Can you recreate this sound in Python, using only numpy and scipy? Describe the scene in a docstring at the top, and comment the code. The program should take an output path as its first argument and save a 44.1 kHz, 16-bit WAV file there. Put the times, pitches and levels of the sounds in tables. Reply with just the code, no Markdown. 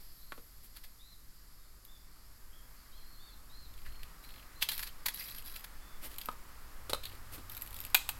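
"""Slow steps over gritty debris, from one window of an abandoned building to the next.
Heels knock on loose pieces, grit crunches and grinds under the soles, a brittle shard snaps:
each a train of tiny breaks coloured by its material, reflected by a near wall and empty rooms.
Small birds whistle far off, over insects, a distant rush and a low rumble of air."""
import sys
import numpy as np
from scipy import signal
from scipy.fft import rfft, irfft
from scipy.io import wavfile
from scipy.ndimage import uniform_filter1d

SR = 44100
rng = np.random.default_rng(int(sys.argv[2]) if len(sys.argv) > 2 else 0)


def store_pcm(level_fs):
    """Save levels as 16-bit WAV."""
    pcm = np.round(np.clip(level_fs, -1, 1) * 32767).astype(np.int16)
    wavfile.write(sys.argv[1], SR, np.atleast_2d(pcm).T)


N = 361179

# sole rolling over grit: t/s, length/s, grinding level/dB, grain peak/dB, grain ring f/Hz
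STROKES = [(3.739, 0.38, -66, -48.5, 2870), (4.221, .22, -61, -43, 2980), (4.689, .21, -45, -38, 4530),
           (5.132, .3, -43, -37.5, 5030), (5.44, 0.19, -47, -38.5, 12000), (6.111, .23, -63, -42, 8900),
           (7.029, .14, -59, -41, 5000), (7.49, 0.25, -55, -33.5, 13000), (7.739, .17, -54, -35, 10970)]
EASE_DB = 10  # drop in weight over a stroke


def amp(db):
    """Decibels to gain."""
    return 10 ** (np.asarray(db) / 20)


def unit(x):
    """Scale to rms 1."""
    return x / np.sqrt(np.mean(x ** 2) + 1e-20)


def read(points, hz):
    """Interpolate on a log-frequency axis."""
    f, value = np.transpose(points)
    return np.interp(np.log(hz + 1), np.log(f + 1), value)


def add(mix, s, sound):
    """Mix a sound in at time s."""
    part = mix[max(round(s * SR), 0):][:len(sound)]
    part += sound[:len(part)]


def at_level(x, db):
    """Give a hit the energy of 10 ms at this level."""
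    return amp(db) * x * np.sqrt(SR / 100) / (np.linalg.norm(x) + 1e-12)


def causal(x, db):
    """Minimum-phase filter from a gain per FFT bin."""
    response = np.fft.ifft(np.exp(np.conj(signal.hilbert(np.log(amp(db)))))).real
    return signal.oaconvolve(x, response[:len(db) // 2])[:len(x)]


def colour(x, spectrum, ring_hz=1000, ring_db=0, ring_q=1, treble_db=0):
    """Material spectrum, one piece's resonance of height |ring_db|, and a treble shelf."""
    hz = abs(np.fft.fftfreq(4096, 1 / SR))
    peak = 1 / (1 + (2 * ring_q * (hz / ring_hz - 1)) ** 2)
    resonance_db = 10 * np.log10(1 + (amp(abs(ring_db)) ** 2 - 1) * peak)
    shelf_db = treble_db * hz ** 2 / (hz ** 2 + 2600 ** 2)
    return causal(x, read(spectrum, hz) + resonance_db + shelf_db)


def wash(spectrum, patchy_db):
    """Shaped noise with drifting spectral patches, rms 1."""
    hz = np.fft.rfftfreq(2048, 1 / SR)
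    real, imag, patches = rng.standard_normal((3, N // 512 + 5, len(hz)))
    patches = unit(uniform_filter1d(uniform_filter1d(patches, size=9, axis=0), size=25, axis=1))
    frames = (real + 1j * imag) * amp(read(spectrum, hz) + patchy_db * patches)
    return unit(signal.istft(frames.T, nperseg=2048, noverlap=1536)[1][:N])


def reverb(x, t60s, delay_s):
    """Scattered reflections, decaying per band; t60s: f/Hz, T60/s."""
    taps = rng.choice([-1., 1.], SR) * (rng.random(SR) < 5000 / SR) * (np.arange(SR) > delay_s * SR)
    hz, t, frames = signal.stft(taps, SR, nperseg=256)
    tail = signal.istft(frames * amp(-60 * t / read(t60s, hz)[:, None]), SR, nperseg=256)[1]
    return signal.oaconvolve(x, tail / np.linalg.norm(tail))[:N]


def rumble(t, rise_db_per_s=0.6946, gust_s=3.85, gust_width_s=0.29, gust_db=6):
    """Slow eddies press on the microphone, growing toward the open air; one gust."""
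    # eddy spectrum: f/Hz, level/dB
    spectrum = [(1, -16), (4, 11), (12, 12), (20, 4.5), (30, -0.5), (50, 1), (65, -10.5), (80, -16),
                (100, -12), (140, -21.5), (300, -27), (700, -49), (3000, -90)]
    db = -52 + rise_db_per_s * t + gust_db * np.exp(-((t - gust_s) / gust_width_s) ** 2)
    gain = amp(read(spectrum, np.fft.rfftfreq(N, 1 / SR)))
    eddies = irfft(rfft(rng.standard_normal(N)) * gain, N)
    return amp(db) * unit(eddies)


def thrum(t, start_s=6.72, rise_s=0.2, fade_db_per_s=3):
    """Low thrum at the second window: quick rise, slow fade."""
    # thrum spectrum: f/Hz, level/dB
    spectrum = [(20, -13), (55, 6), (80, 12), (110, 3), (160, -17), (350, -32), (900, -41)]
    age = np.maximum(t - start_s, 0)
    return np.minimum(age / rise_s, 1) * amp(-55 - fade_db_per_s * age) * wash(spectrum, patchy_db=1.5)


def crickets(t, first_surge_s=0.036, period_s=0.723, settle_s=0.6):
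    """Far chorus surging in unison; starts louder and settles."""
    # chorus spectrum: f/Hz, level/dB
    spectrum = [(2800, -18), (3900, -12), (4350, -5.5), (4750, -4.5), (5200, -6.5), (6200, -27),
                (9000, -37)]
    surge_db = 2 * np.cos(2 * np.pi * (t - first_surge_s) / period_s)
    opening_db = 4 * np.exp(-(t / settle_s) ** 2)
    return amp(-71.5 + surge_db + opening_db) * wash(spectrum, patchy_db=1.0)


def outside():
    """Steady hiss, rumbling air, a thrum, a far rush and two kinds of insect."""
    # spectra of air hiss, far rush and insect hiss: f/Hz, level/dB
    air_spectrum = [(60, 10), (170, 11.5), (400, 1.5), (800, -6), (1200, -1.5), (2000, 0), (3000, -16),
                    (5000, 3.5), (6200, -1.5), (7300, 3.5), (8500, -2), (10000, 1.5), (13000, -1),
                    (16000, -13)]
    rush_spectrum = [(80, -30), (160, -3.5), (240, 0), (400, -3.5), (750, -2.5), (1000, 1), (1230, 4),
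                     (1500, -0.5), (1900, -1.5), (2600, -8), (5000, -13.5), (16000, -13)]
    insect_spectrum = [(5000, -20.5), (8500, -18), (10400, -17), (11500, -3.5), (12400, -4.5),
                       (13400, -16.5), (16000, -21.5)]
    # nearing the open window: t/s, rush level/dB, insect level/dB
    approach = [(0, -71, -60.5), (1.1, -71, -66.5), (2.0, -68.5, -69), (2.7, -64.5, -66), (3.6, -64, -67),
                (4.2, -60, -67), (7.2, -57.5, -68), (8.19, -56, -63.5)]
    t = np.arange(N) / SR
    s, rush_db, insect_db = np.transpose(approach)
    air = amp(-66.5) * wash(air_spectrum, patchy_db=0.35)
    rush = amp(np.interp(t, s, rush_db)) * wash(rush_spectrum, patchy_db=0.8)
    insects = amp(np.interp(t, s, insect_db)) * wash(insect_spectrum, patchy_db=0.8)
    return air + rumble(t) + thrum(t) + rush + insects + crickets(t)


def birds(quaver_depth=0.0092, flutter_depth=0.46):
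    """Thin whistles, each one arch of pitch, wavering in pitch and strength."""
    # calls: t/s, length/s, top f/Hz, sweep/Hz, share of call before the top, relative level/dB
    calls = [(.17, 0.19, 4360, 656, 0.88, -66), (.982, 0.18, 4130, 776, 0.75, -60.5),
             (1.58, .09, 3750, 220, .2, -74), (1.872, 0.11, 3600, 230, 0.43, -63),
             (2.515, 0.1, 3320, 238, 0.53, -63.5), (2.77, 0.066, 4630, 600, .3, -67.5),
             (2.918, 0.096, 4310, 698, .8, -63.5), (2.922, 0.083, 3300, 200, 0.48, -65),
             (3.004, .17, 4360, 403, .75, -63.5), (3.133, .235, 4480, 650, 0.45, -62),
             (3.185, .13, 3660, 327, 0.51, -61.5), (3.487, 0.19, 4270, 677, 0.59, -58.5),
             (3.866, .17, 4290, 221, 0.55, -62.5), (4.219, .18, 4230, 300, 0.54, -62),
             (4.55, 0.077, 4200, 250, .7, -58), (5.8, 0.19, 3520, 100, 0.39, -67.5)]
    out = np.zeros(N)
    for s, length_s, top_hz, sweep_hz, crest, db in calls:
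        u = np.linspace(0, 1, int(length_s * SR))
        quaver, flutter = unit(uniform_filter1d(rng.standard_normal((2, SR)), size=120))[:, :len(u)]
        droop = np.maximum(1 - u / crest, (u - crest) / (1 - crest)) ** 2
        hz = (top_hz - sweep_hz * droop) * (1 + quaver_depth * quaver)
        strength = signal.windows.tukey(len(u), 0.25) * (1 + flutter_depth * flutter)
        add(out, s, amp(db) * unit(strength * np.sin(2 * np.pi * np.cumsum(hz) / SR)))
    return out


def fractures(count, per_s, spread_db):
    """Random train of tiny breaks, a few much larger than the rest."""
    size = amp(spread_db * np.minimum(rng.exponential(1, count), 3.5))
    return unit(size * rng.choice([-1, 1], count) * (rng.random(count) < per_s / SR))


def burst(swell_s, decay_s, crack, per_s):
    """Avalanche of breaks around one main crack; returns lead time/s and train."""
    lead = int(0.03 * SR)
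    t = (np.arange(SR // 6) - lead) / SR
    envelope = np.exp(np.where(t < 0, t / max(swell_s, 1e-5), -t / decay_s))
    train = fractures(len(t), per_s, spread_db=4.5) * envelope
    train /= np.linalg.norm(train) + 1e-12
    train[lead] += crack
    # whiten, so the material sets the colour
    power = uniform_filter1d(abs(np.fft.fft(train)) ** 2, size=61, mode="wrap")
    return lead / SR, causal(train, -10 * np.log10(power + 1e-3))


def pebble(train, ring_s, modes=7):
    """A piece of grit rings in a few modes after every break."""
    age = np.arange(SR // 40) / SR
    hz = 2000 + 13000 * (np.arange(modes) + rng.random(modes)) / modes
    ring = np.cos(2 * np.pi * hz[:, None] * age).sum(0) * np.exp(-age / ring_s)
    ring /= np.linalg.norm(ring)
    ring[0] += 0.6  # direct click
    return signal.oaconvolve(train, ring)[:len(train)]


def scuffs():
    """Rubber brushes over dust: a soft swell of tiny slips."""
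    # scuffs: t/s, length/s, level/dB, treble/dB
    brushes = [(0.615, 0.069, -60.5, 10), (6.005, 0.091, -49, -3), (6.07, 0.11, -59, -4),
               (7.305, 0.079, -51, 0)]
    # sole spectrum: f/Hz, level/dB
    sole = [(80, -23), (250, 7.5), (600, 1), (1100, -3.5), (2400, 1), (4400, 1), (6500, -5.5), (9500, -0.5),
            (12000, 6), (16000, -2)]
    out = np.zeros(N)
    for s, length_s, db, treble_db in brushes:
        count = int(length_s * SR)
        slips = fractures(count, per_s=8100, spread_db=1.5) * np.hanning(count)
        add(out, s, amp(db) * unit(colour(slips, sole, treble_db=treble_db)))
    return out


def pressure(age, length_s, press_s=0.012, lift_s=0.037):
    """Weight on the sole, 0-1: comes on, eases, lifts."""
    contact = np.clip(np.minimum(age / press_s, (length_s - age) / lift_s), 0, 1)
    return contact * amp(-EASE_DB * np.clip(age / length_s, 0, 1))


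def grinding(catch_db=2.4, catch_s=0.009):
    """The sole catches and slips, crushing small ringing grains over a fine scrape."""
    # grinding spectrum: f/Hz, level/dB
    spectrum = [(100, 0), (190, 7), (330, -13), (600, -39), (1100, -16), (2000, 2), (3000, -8), (4700, 5.5),
                (7000, -15), (9500, -6.5), (11700, 8.5), (13500, -2.5), (16000, 4)]
    t = np.arange(N) / SR
    jerks = unit(uniform_filter1d(rng.standard_normal(N), size=int(catch_s * SR)))
    weight = sum(amp(db) * pressure(t - s, length_s) for s, length_s, db, *_ in STROKES)
    force = weight * unit(amp(catch_db * jerks))
    age = t[:SR // 60]
    grains = np.zeros(N)
    for hz in np.linspace(1800, 14500, 16):
        ring_s = 0.0018 * np.sqrt(8000 / hz)  # larger grains ring longer
        ring = np.sin(2 * np.pi * hz * rng.uniform(0.9, 0.98) * age)
        ring += 0.5 * rng.standard_normal(len(age))
        ring *= np.exp(-age / ring_s)
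        grains += signal.oaconvolve(fractures(N, per_s=80, spread_db=2.2), unit(ring))[:N]
    scrape = 0.3 * rng.standard_normal(N)
    return force * unit(colour(unit(grains) + scrape, spectrum))


def stray_grains(per_s=42, spread_db=1, spread_octaves=0.72):
    """Random grains under each stroke, weaker as the weight eases; rows: t/s, peak/dB, f/Hz."""
    rows = []
    for start_s, length_s, _, peak_db, hz in STROKES:
        count = max(round(per_s * length_s), 1)
        for k, (when, strength, pitch) in enumerate(rng.random((count, 3))):
            u = (k + when) / count
            db = peak_db - EASE_DB * u / 2 + spread_db * (2 * strength - 1)
            rows.append((start_s + u * length_s, db, hz * 2 ** (spread_octaves * (2 * pitch - 1))))
    return rows


def ticks(crest_db=13, bright_db_per_octave=10):
    """Single grains crack; larger ones are lower, duller and slower."""
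    # loudest grains: t/s, nominal peak/dB, ring f/Hz
    loud_grains = [(1.851, -40.5, 13500), (5.384, -33, 11900), (6.1841, -27.5, 11400),
                   (6.2142, -30.5, 4530), (6.2582, -30, 14700), (7.0371, -33, 4200), (7.0544, -28, 4200),
                   (7.068, -38, 3100), (7.4989, -37, 13500), (7.5687, -31, 12960), (7.6204, -26.5, 12100),
                   (7.8037, -28.5, 12700), (7.8506, -30, 9400)]
    # grain spectrum: f/Hz, level/dB
    spectrum = [(200, -17), (1000, -19), (1800, -6.5), (2700, 0), (4200, -0.5), (6000, -11.5), (8000, -4),
                (10000, -7.5), (12300, 6), (14000, -3.5), (16000, -3)]
    out = np.zeros(N)
    for s, peak_db, hz in list(loud_grains) + stray_grains():
        bright_db = bright_db_per_octave * np.log2(hz / 12000)
        decay_s = 0.0033 * np.sqrt(4000 / hz)
        lead_s, train = burst(0.00021, decay_s, crack=0.43, per_s=10000)
        grain = colour(pebble(train, ring_s=0.001), spectrum, hz, ring_db=7, ring_q=5, treble_db=bright_db)
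        add(out, s - lead_s, at_level(grain, peak_db - crest_db))
    return out


def snaps():
    """A brittle shard breaks in quick stages and rings briefly."""
    # breaks: t/s, level/dB, decay/s, ring f/Hz, ring/dB
    breaks = [(6.934, -32.5, 0.0021, 4000, 21), (7.9462, -18.5, 0.0026, 3800, 3.5),
              (7.9497, -20.5, 0.0018, 2440, 20), (8.091, -31, 0.0029, 2660, 9),
              (8.094, -42, 0.0032, 2750, -2)]
    # shard spectrum: f/Hz, level/dB
    shard = [(100, -54), (300, -8), (550, -12.5), (850, 5.5), (1200, 1), (1700, 1), (2050, -4), (2600, 1),
             (4000, 4), (5600, -7.5), (8200, 2), (9800, -3.5), (12300, 6), (16000, -0.5)]
    out = np.zeros(N)
    for s, db, decay_s, hz, ring_db in breaks:
        lead_s, train = burst(0.00024, decay_s, crack=0.08, per_s=23000)
        add(out, s - lead_s, at_level(colour(train, shard, hz, ring_db, ring_q=9), db))
    return out


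def knocks():
    """A heel pushes a loose piece against the ground: dull blow, short rattle."""
    # blows: t/s, level/dB, ring f/Hz, hardness as treble/dB, decay/s
    blows = [(0.3213, -42, 1840, -4.5, 0.0033), (.378, -52, 418, -4, 0.013),
             (6.2874, -34, 1120, -8, 0.0026), (6.8957, -36.5, 514, 13, 0.0087),
             (6.9326, -31, 623, 4, 0.0014), (6.946, -40, 1290, 16, 0.003), (7.134, -57, 400, -6, 0.0047),
             (7.379, -48.5, 266, -1, 0.017)]
    # heel spectrum: f/Hz, level/dB
    heel = [(60, -13), (170, -7.5), (330, -4.5), (550, -6), (900, -7), (1300, -0.5), (1800, -12.5),
            (2800, -10), (4000, -6.5), (6000, -20), (11500, -14.5), (16000, -29)]
    out = np.zeros(N)
    for s, db, hz, hard_db, decay_s in blows:
        lead_s, train = burst(0, decay_s, crack=0.13, per_s=9000)
        blow = colour(train, heel, hz, ring_db=14.5, ring_q=3.1, treble_db=hard_db)
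        add(out, s - lead_s, at_level(blow, db))
    return out


def crunches():
    """Clumps of grit collapse, ringing the loose stones and the piece beneath."""
    # collapses: t/s, level/dB, swell/s, decay/s, ring f/Hz, ring/dB
    clumps = [(.771, -48, 0.011, .0097, 1470, 9), (.84, -49.5, 0.0033, 0.01, 1970, 7),
              (3.867, -51.5, 0.0097, 0.009, 1650, 23), (4.033, -49, 0.00042, 0.0018, 2900, 11.5),
              (4.625, -26, 0.0043, 0.008, 2780, 11.5), (4.689, -30, 0.00089, 0.0084, 3200, 6),
              (4.717, -35, .0008, 0.014, 1670, 5.5), (4.78, -39.5, .0023, .0035, 12500, 7),
              (4.794, -38, 0.0012, .0059, 1600, 10), (4.83, -37, .003, 0.0073, 1640, 7.5),
              (4.874, -44, 0.0031, .0069, 4270, 4), (5.0614, -28.5, 0.0015, .0044, 1100, 5.5),
              (5.0841, -33, .0001, 0.0058, 1870, 10), (5.207, -44.5, .0013, 0.0081, 2076, 14),
              (5.561, -44.5, 0.00093, 0.0029, 2515, 9), (5.647, -44, .004, .003, 1570, 12)]
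    # grit spectrum: f/Hz, level/dB
    grit = [(100, -19), (200, -11.5), (550, -12), (950, -4), (1300, -7.5), (1800, -1.5), (3000, -2),
            (4400, 3.5), (5400, -5), (7000, -7), (9500, -6), (11800, 4), (13500, -3), (16000, -3.5)]
    out = np.zeros(N)
    for s, db, swell_s, decay_s, hz, ring_db in clumps:
        lead_s, train = burst(swell_s, decay_s, crack=0.15, per_s=6000)
        stones = train + 0.5 * pebble(train, ring_s=0.0016)
        add(out, s - lead_s, at_level(colour(stones, grit, hz, ring_db, ring_q=4), db))
    return out


def scene():
    """Close steps with wall and room reflections; birds in the trees; outdoor background."""
    # decay of the empty rooms: f/Hz, T60/s
    room_t60s = [(100, 0.39), (1000, 0.28), (2500, 0.28), (6000, 0.45), (16000, 0.18)]
    steps = knocks() + crunches() + ticks() + snaps() + scuffs() + grinding()
    near_wall = amp(-10) * reverb(steps, [(100, 0.059), (16000, 0.078)], delay_s=0.004)
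    rooms = amp(-16.5) * reverb(steps, room_t60s, delay_s=0.015)
    song = birds()
    trees = amp(-4) * reverb(song, [(3000, 0.6), (5000, 0.6)], delay_s=0.003)
    return (steps + near_wall + rooms + amp(-5) * (song + trees) + outside())[None]


def record(dry, ceiling=0.45, cutoff_hz=16050):
    """Microphone soft clipping, then a low-pass."""
    pressed = ceiling * np.tanh(dry / ceiling)
    low_pass = signal.firwin(301, cutoff_hz, window=("kaiser", 8), fs=SR)
    return signal.oaconvolve(pressed, low_pass[None], "same")


dry = scene()
out = record(dry)
store_pcm(out)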